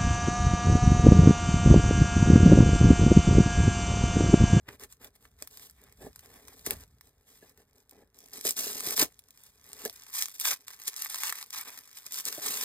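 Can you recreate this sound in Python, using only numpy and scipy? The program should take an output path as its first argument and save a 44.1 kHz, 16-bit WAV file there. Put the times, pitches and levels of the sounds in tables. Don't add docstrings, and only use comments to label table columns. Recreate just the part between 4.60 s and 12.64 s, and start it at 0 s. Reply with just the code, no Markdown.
import sys
import numpy as np
from scipy import signal
from scipy.fft import rfft, irfft, next_fast_len
from scipy.io import wavfile
from scipy.ndimage import uniform_filter1d

SR = 44100
rng = np.random.default_rng(int(sys.argv[2]) if len(sys.argv) > 2 else 0)


def digitize_waveform(pressure):
    field = np.atleast_2d(pressure).T
    bounded = np.clip(field, -1, 1)
    quanta = np.round(bounded * 32767).astype(np.int16)
    wavfile.write(sys.argv[1], SR, quanta)


N = 354563
TIME = np.arange(N) / SR
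SIZE = next_fast_len(N + SR // 2, True)
HZ = np.arange(SIZE // 2 + 1) * SR / SIZE


ATTACK_DB_PER_S, RELEASE_DB_PER_S, BOX_RELEASE_DB_PER_S = 997, 760, 600
ARCH_DB = 2


def stroke(t, hold, release_db_per_s):
    arch = np.sin(np.pi * np.clip(t / hold, 0, 1)) - 2 / np.pi
    attack_db = ATTACK_DB_PER_S * np.minimum(t, 0)
    release_db = release_db_per_s * np.maximum(t - hold, 0)
    return from_db(attack_db + ARCH_DB * arch - release_db)


# (start time [s], hold time [s], fibre crackle level [dB], sheet rustle level [dB], box rub level [dB])
STROKES = [(0.084, 0.0083, -57, -47.5, -49.5), (0.117, 0.033, -60.5, -60.5, -62),
           (0.209, 0.037, -51, -53, -53), (0.303, 0.031, -57, -67, -86), (0.415, 0.059, -58.5, -61, -57.5),
           (0.554, 0.006, -61, -68, -69.5), (0.609, 0.067, -65.5, -71, -68.5), (0.79, 0.059, -62, -66, -73),
           (0.913, 0.16, -57.5, -69.5, -69.5), (1.19, 0.14, -73, -67.0, -67),
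           (1.408, 0.06, -58.0, -63, -48.5), (1.625, 0.32, -65.0, -66.5, -62),
           (1.93, 0.11, -63.5, -76, -70), (2.065, 0.0067, -35.5, -45.0, -43),
           (2.098, 0.038, -46, -50, -45.0), (2.154, 0.076, -57.5, -62, -61.5),
           (2.439, 0.062, -67.5, -76.5, -71.0), (2.673, 0.12, -61, -70, -72.5),
           (2.811, 0.1, -65, -68, -68.5), (2.974, 0.046, -71, -72.5, -68), (3.15, 0.079, -72.5, -82, -71),
           (3.324, 0.11, -72.5, -72.5, -59.5), (3.549, 0.16, -66, -74, -67.5),
           (3.73, 0.068, -49, -60.5, -58), (3.851, 0.054, -29.5, -46, -46.5),
           (3.971, 0.05, -31.5, -45.5, -47), (4.027, 0.103, -36.5, -48.5, -50.5),
           (4.147, 0.084, -41.0, -53, -52), (4.229, 0.11, -35.5, -46.5, -49),
           (4.374, 0.054, -26.5, -43, -43), (4.396, 0.034, -26.5, -32, -38), (4.774, 0.13, -65, -78, -79.5),
           (5.05, 0.13, -58.5, -63.5, -63), (5.195, 0.055, -48.0, -52, -56.5),
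           (5.247, 0.017, -38.5, -47.5, -44.5), (5.538, 0.096, -34.5, -47, -74.5),
           (5.638, 0.16, -54, -79, -94), (5.808, 0.019, -34, -49, -65), (5.847, 0.045, -28.5, -38, -62),
           (5.909, 0.017, -27.5, -33.5, -51.5), (6.078, 0.071, -53, -58.0, -77),
           (6.202, 0.096, -55.5, -64, -79), (6.275, 0.0089, -32.0, -46.5, -56),
           (6.372, 0.098, -40.5, -51.5, -71.5), (6.498, 0.12, -40.5, -49.5, -74.5),
           (6.611, 0.089, -37.5, -43.5, -68), (6.696, 0.13, -45, -50, -77),
           (6.937, 0.083, -41.0, -46.5, -70.0), (7.056, 0.039, -48, -49.0, -59.5),
           (7.119, 0.069, -51.5, -56, -67), (7.359, 0.029, -48.5, -60, -74),
           (7.457, 0.016, -50.5, -59.5, -68.5), (7.525, 0.078, -38, -52.0, -64.5),
           (7.665, 0.021, -32.5, -42, -49.5), (7.701, 0.093, -45.0, -55, -63.5),
           (7.824, 0.11, -34.5, -45, -50.0), (7.934, 0.2, -36.5, -47.5, -55.5)]
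# (time [s], contact level before trims [dB])
CONTACT = [(0, -87), (0.75, -82), (1.2, -71.5), (1.9, -65.5), (2.35, -81), (3.1, -80), (3.5, -86),
           (3.75, -65), (4.4, -59), (4.62, -79), (4.8, -66), (4.98, -69.5), (5.3, -62), (5.55, -55),
           (6.01, -70.5), (6.3, -51), (6.9, -63), (7.3, -60.5), (8.04, -50)]
CONTACT_SHEET_DB = -6
CONTACT_BOX_DB, CONTACT_BOX_FOLLOWS = -76.5, 0.088
UNSTEADY_DB, UNSTEADY_PER_S = 1.5, 45
SWELL_DB, SWELL_DB_PER_S = -26, 1200


def hands():
    contact_db, = in_time(CONTACT)
    box_contact_db = CONTACT_BOX_DB + CONTACT_BOX_FOLLOWS * (contact_db - contact_db.mean())
    power = from_db([contact_db, contact_db + CONTACT_SHEET_DB, box_contact_db]) ** 2
    releases = np.array([[RELEASE_DB_PER_S], [RELEASE_DB_PER_S], [BOX_RELEASE_DB_PER_S]])
    for start, hold, *levels_db in STROKES:
        span = slice(*np.searchsorted(TIME, [start - .1, start + hold + .2]))
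        gain = stroke(TIME[span] - start, hold, releases)
        power[:, span] += (from_db(levels_db)[:, None] * gain) ** 2
    for s, level_db, weight_db in SNAPS:
        span = slice(*np.searchsorted(TIME, [s - .05, s + .05]))
        swell_db = level_db + SWELL_DB - SWELL_DB_PER_S * np.abs(TIME[span] - s)
        power[:2, span] += from_db([swell_db, swell_db + weight_db + CONTACT_SHEET_DB]) ** 2
    return 10 * np.log10(power) + UNSTEADY_DB * drift(UNSTEADY_PER_S)


FLUTTER_DB, FLUTTER_T60_S = -26, .012


def crackle(per_s, spread_db, clump_db, t60, count=12):
    born = rng.random(N) < per_s / SR
    size_db = spread_db * np.minimum(rng.exponential(1, N), 4)
    sizes = from_db(size_db + clump_db * drift(220))
    slips = born * sizes * rng.choice([-1, 1], N)
    dealt = rng.integers(0, count, N)
    out = np.zeros(N)
    for k in range(count):
        out += signal.oaconvolve(slips * (dealt == k), facet(t60, FLUTTER_DB, FLUTTER_T60_S))[:N]
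    usual = uniform_filter1d(np.abs(out), size=1500) * np.sqrt(np.pi / 2)
    return out / (usual + 1e-9)


# (time [s], share that catches and tears rather than slides [0-1])
GRIP = [(0, 0.12), (1.9, 0.12), (2.1, 0.55), (2.5, 0.06), (3.45, 0.35), (3.7, 1), (4.4, .9), (4.8, 0.18),
        (5.5, 0.93), (6.6, 0.98), (8.0, 0.5)]
# (frequency [Hz], level per Hz [dB])
FIBRES = [(200, -51), (1200, -42.5), (2400, -6.5), (3700, -2.5), (4500, -1), (5400, 4), (7000, 1),
          (9500, 2.5), (12000, 2), (14000, 4), (15800, -4.5)]
# (frequency [Hz], level per Hz [dB])
SLIDE = [(1500, -29), (3000, -3.5), (4200, -4.5), (5200, -6), (8000, -4), (10000, -2.5), (13000, -1.5),
         (15800, -7.5)]
# (frequency [Hz], level per Hz [dB])
SHEET = [(60, -38), (350, -20), (700, -6), (1000, 4.5), (1200, 5.5), (1400, 1.5), (1750, 6), (2400, 4.5),
         (3200, -2), (5000, -13), (9000, -55.5)]


def wrapping(fibre_db, sheet_db, box_db):
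    grip = np.clip(in_time(GRIP)[0], 0, 1)
    caught, gliding = np.sqrt(grip), np.sqrt(1 - grip)
    per_s = 2000 * from_db(.55 * (fibre_db + 43.5))
    slips = caught * crackle(per_s, spread_db=3.5, clump_db=3.0, t60=0.0019)
    buckles = caught * crackle(per_s, spread_db=4.5, clump_db=-1.0, t60=0.0051)
    hiss = gliding * rng.standard_normal(N) * from_db(2.64 * drift(300))
    drag = crackle(3000, spread_db=2.0, clump_db=3.5, t60=0.0014)
    tearing = colour(slips * from_db(fibre_db - 0.45), FIBRES)
    sliding = colour(hiss * from_db(fibre_db + 0.64), SLIDE)
    shaking = 0.49 * slips + 0.76 * buckles + hiss
    sheet = colour(shaking * from_db(sheet_db - 1.9), SHEET)
    box = hollow(drag * from_db(box_db), ring_db=-3.5, dull_db=-5.5)
    return tearing + sliding + sheet + box


SNAP_FLUTTER_DB, SNAP_FLUTTER_T60_S = -15, .018


def facet(t60, tail_db, tail_t60, size=1024):
    t = TIME[:size]
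    fade = from_db(-60 * t / t60) + from_db(tail_db - 60 * t / tail_t60)
    burst = rng.choice([-1, 1], size) * rng.uniform(.5, 1, size) * fade
    return burst / np.sqrt(np.sum(burst ** 2))


# (time [s], level [dB], weight of the sheet compared with the crack [dB])
SNAPS = [(0.089, -44, 14.5), (0.1973, -44, -1), (0.3252, -40.5, -4), (0.445, -39, 7), (0.653, -61, 21),
         (0.8237, -31, 1.5), (0.874, -37, -3.5), (0.973, -37.5, -2), (1.098, -46.5, 2), (1.11, -50, -9),
         (1.3247, -49.5, 3), (1.56, -42.5, 2.5), (1.593, -42.5, -5), (1.6593, -47, 0), (1.8824, -41.5, 5),
         (2.064, -25, 1), (2.108, -21, 3), (2.4105, -47.5, 4), (2.9757, -53, -2), (3.2948, -49.5, -21),
         (3.3108, -44.5, -14), (3.5887, -46, -17), (3.8112, -31.5, -12), (3.9081, -20, -15),
         (4.2061, -27.5, -0.5), (4.366, -26, -13), (4.378, -22, 0), (4.592, -40.5, -18), (4.7069, -45, -21),
         (5.1316, -35, -7), (5.2512, -30.5, -3), (5.2778, -39, -1), (5.2975, -33.5, -7), (5.328, -47, -14),
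         (5.4098, -53, 4), (5.6235, -20, -4), (5.6575, -28, -5), (5.684, -35.5, 1.5), (5.799, -26, -20),
         (5.854, -19, 2), (6.082, -34, 0), (6.2801, -22, -24), (6.364, -29, -13), (6.4477, -28.5, -3),
         (6.46, -46.5, 22), (6.5445, -26, 2), (6.6347, -25, 5.5), (6.7249, -29.5, 12), (6.827, -32.5, 1),
         (6.9058, -36, -6.5), (6.9472, -36.5, 9), (7.189, -39, 2), (7.465, -32, -20), (7.5223, -31, -18),
         (7.6538, -25.5, -25), (7.7269, -30.5, 1)]


def creases(snaps):
    bright, heavy = np.zeros(SIZE), np.zeros(SIZE)
    for s, level_db, weight_db in snaps:
        crack_t60 = 0.0015 * from_db(0.5 * (level_db + 28.5))
        crack = from_db(level_db + 19.0) * facet(crack_t60, SNAP_FLUTTER_DB, SNAP_FLUTTER_T60_S)
        at = int(s * SR)
        bright[at:at + len(crack)] += crack
        heavy[at:at + len(crack)] += crack * from_db(weight_db - 10.0)
    return colour(bright, FIBRES) + colour(heavy, SHEET)


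SMALL_SNAPS_PER_S, SMALL_SNAP_DB, SMALL_SNAP_FOLLOWS, SMALL_WEIGHT_DB = 5, -45, 0.79, -2.5


def small_snaps(fibre_db, scatter_db, count=120):
    when, chance, size, weight = rng.random((count, 4)).T
    at = (when * N).astype(int)
    effort_db = SMALL_SNAP_FOLLOWS * (fibre_db[at] - fibre_db.mean())
    level_db = SMALL_SNAP_DB + effort_db + scatter_db * (2 * size - 1)
    weight_db = SMALL_WEIGHT_DB + scatter_db * (2 * weight - 1)
    rows = np.transpose([TIME[at], level_db, weight_db])
    return rows[chance < SMALL_SNAPS_PER_S * N / SR / count]


# (frequency [Hz], level per Hz [dB])
BOX = [(40, -26.5), (90, -12), (150, -3.5), (250, 1.5), (380, -0.5), (620, -1.5), (780, -4.5),
       (1100, -11.5), (2500, -40)]


def hollow(force, ring_db, dull_db):
    ring = box_ring(scatter_db=3.0)
    ringing = signal.oaconvolve(force, ring / np.sqrt(np.sum(ring ** 2)))[:N]
    return from_db(ring_db) * ringing + from_db(dull_db) * colour(force, BOX)


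# (frequency [Hz], level [dB], t60 [s])
BOX_MODES = [(125.6, -13.5, 0.07), (186, -15, 0.053), (284.4, -3.5, 0.035), (346, -2.5, 0.038),
             (434.4, 1, 0.032), (601, -4.5, 0.041), (740, -13, 0.028), (930, -19, 0.023),
             (1702, -14, 0.037)]


def box_ring(scatter_db, tilt_db=0, size=6000):
    hz, mode_db, t60 = np.transpose(BOX_MODES)[:, :, None]
    t = TIME[:size]
    octaves = np.log2(hz / np.median(hz))
    signs = (-1) ** np.arange(len(hz))[:, None]
    strengths = signs * from_db(mode_db + tilt_db * octaves + scatter_db * rng.standard_normal(hz.shape))
    return np.sum(strengths * np.sin(2 * np.pi * hz * t) * from_db(-60 * t / t60), axis=0)


# (time [s], level [dB], hardness as tilt of the modes [dB per octave], landing time [s])
KNOCKS = [(0.082, -41, -5, 0.0018), (0.819, -43, 1.5, .002), (1.432, -46, -8, .006), (2.068, -31, 1, .0015),
          (2.824, -38.5, 3, 0.012), (3.85, -28.5, 2.5, 0.0024), (4.268, -35, -3.5, .003),
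          (4.421, -22.5, 1, 0.0015), (5.255, -28, 2.5, .001), (7.778, -34, -1, .002)]
# (frequency [Hz], level per Hz [dB])
SCUFF = [(100, -14), (200, -15), (270, -3), (500, 0), (750, -0.5), (1000, -28), (2500, -23)]


def knocks(level_db, scuff_db, scuff_t60, size=6000):
    rings, scuffs, t = np.zeros(SIZE), np.zeros(SIZE), TIME[:size]
    for s, knock_db, hardness_db, landing_s in KNOCKS:
        at = int(s * SR)
        landing = 1 - np.exp(-t / landing_s)
        ring = box_ring(scatter_db=5.0, tilt_db=hardness_db, size=size)
        rings[at:at + size] += from_db(knock_db + level_db) * landing * ring
        scuff_fade = from_db(knock_db + scuff_db - 60 * t / scuff_t60)
        scuffs[at:at + size] += scuff_fade * landing * rng.standard_normal(size)
    return rings[:N] + colour(scuffs, SCUFF)


# (time [s], rumble level before a fixed lift [dB])
HANDLING = [(0, -66.5), (0.12, -66), (0.4, -74), (0.7, -68), (1.1, -73), (1.5, -65.5), (2.0, -68),
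            (2.14, -54.5), (2.3, -68.5), (2.6, -76), (3.7, -76.5), (4.3, -74), (4.45, -65), (4.6, -79),
            (5.25, -74), (5.6, -86), (8.0, -95)]
# (frequency [Hz], level per Hz [dB])
RUMBLE = [(20, -22), (45, 6.5), (70, 8), (120, -0.5), (200, -7), (450, -32.5)]


def handling_rumble():
    level_db = in_time(HANDLING)[0] + 3.5 + 1.8 * drift(24)
    return colour(rng.standard_normal(N) * from_db(level_db), RUMBLE)


AIR_DB = -77
# (frequency [Hz], level per Hz [dB])
AIR = [(20, -13), (60, -4), (120, 1.5), (400, -19.5), (1500, -15.5), (4000, -31.5), (9000, -55),
       (15000, -26)]


def room_hush():
    return from_db(AIR_DB) * colour(rng.standard_normal(N), AIR)


NEAR_DB, NEAR_T60_S = -11, .014
ROOM_DB, ROOM_T60_S = -13, 0.092


def room(x, count=3):
    near = sum(reflections(x * drift(25), NEAR_DB, NEAR_T60_S, gap_s=.0004) for _ in range(count))
    return near / np.sqrt(count) + reflections(x, ROOM_DB, ROOM_T60_S, gap_s=0.0024)


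def reflections(x, level_db, t60, gap_s):
    t = TIME[:SR // 3]
    tail = rng.standard_normal((2, len(t))) * from_db(-60 * t / t60) * (t > gap_s)
    tail /= np.sqrt(np.sum(tail ** 2, axis=1, keepdims=True))
    return from_db(level_db) * signal.oaconvolve(x[None], tail, axes=1)[:, :N]


# (frequency [Hz], phase by which left leads right [radians])
PORTS = [(0, 0), (1810, -0.1), (2580, 2.6), (3010, 3.0), (3450, 1.2), (4480, 1.9), (5000, 1.1), (5510, 2.8),
         (7670, 5.9), (8790, 6.9), (10400, 9.1), (13800, 12.8), (15700, 15.4), (16200, 15.6)]


def ports(x):
    lead = np.interp(HZ, *np.transpose(PORTS))
    turn = np.exp(.5j * lead * [[1], [-1]])
    return irfft(rfft(x, SIZE) * turn, SIZE)[:, :N]


def from_db(db):
    return 10 ** (np.asarray(db) / 20)


def rms_one(x):
    return x / np.sqrt(np.mean(x ** 2) + 1e-20)


def in_time(rows):
    s, *columns = np.transpose(rows)
    return [np.interp(TIME, s, c) for c in columns]


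def drift(rate):
    return rms_one(np.interp(TIME * rate, np.arange(8192), rng.standard_normal(8192)))


def colour(x, spectrum):
    hz, db = np.transpose(spectrum)
    gain = rms_one(from_db(np.interp(np.log(HZ + 1), np.log(hz), db)))
    cepstrum = irfft(np.log(gain), SIZE)
    cepstrum[1:SIZE // 2] *= 2
    cepstrum[SIZE // 2 + 1:] = 0
    return irfft(rfft(x, SIZE) * np.exp(rfft(cepstrum)), SIZE)[..., :N]


def scene():
    fibre_db, sheet_db, box_db = hands()
    snaps = [*SNAPS, *small_snaps(fibre_db, scatter_db=1.5)]
    paper = wrapping(fibre_db, sheet_db, box_db) + creases(snaps)
    gift = paper + knocks(level_db=-0.5, scuff_db=-12.5, scuff_t60=0.11)
    direct = gift + room_hush() + handling_rumble()
    return ports(direct) + room(gift)


CUTOFF_HZ = 15850


def record(dry):
    low_pass = signal.ellip(12, .1, 80, CUTOFF_HZ, fs=SR, output="sos")
    return signal.sosfilt(low_pass, dry)


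dry = scene()
out = record(dry)
digitize_waveform(out)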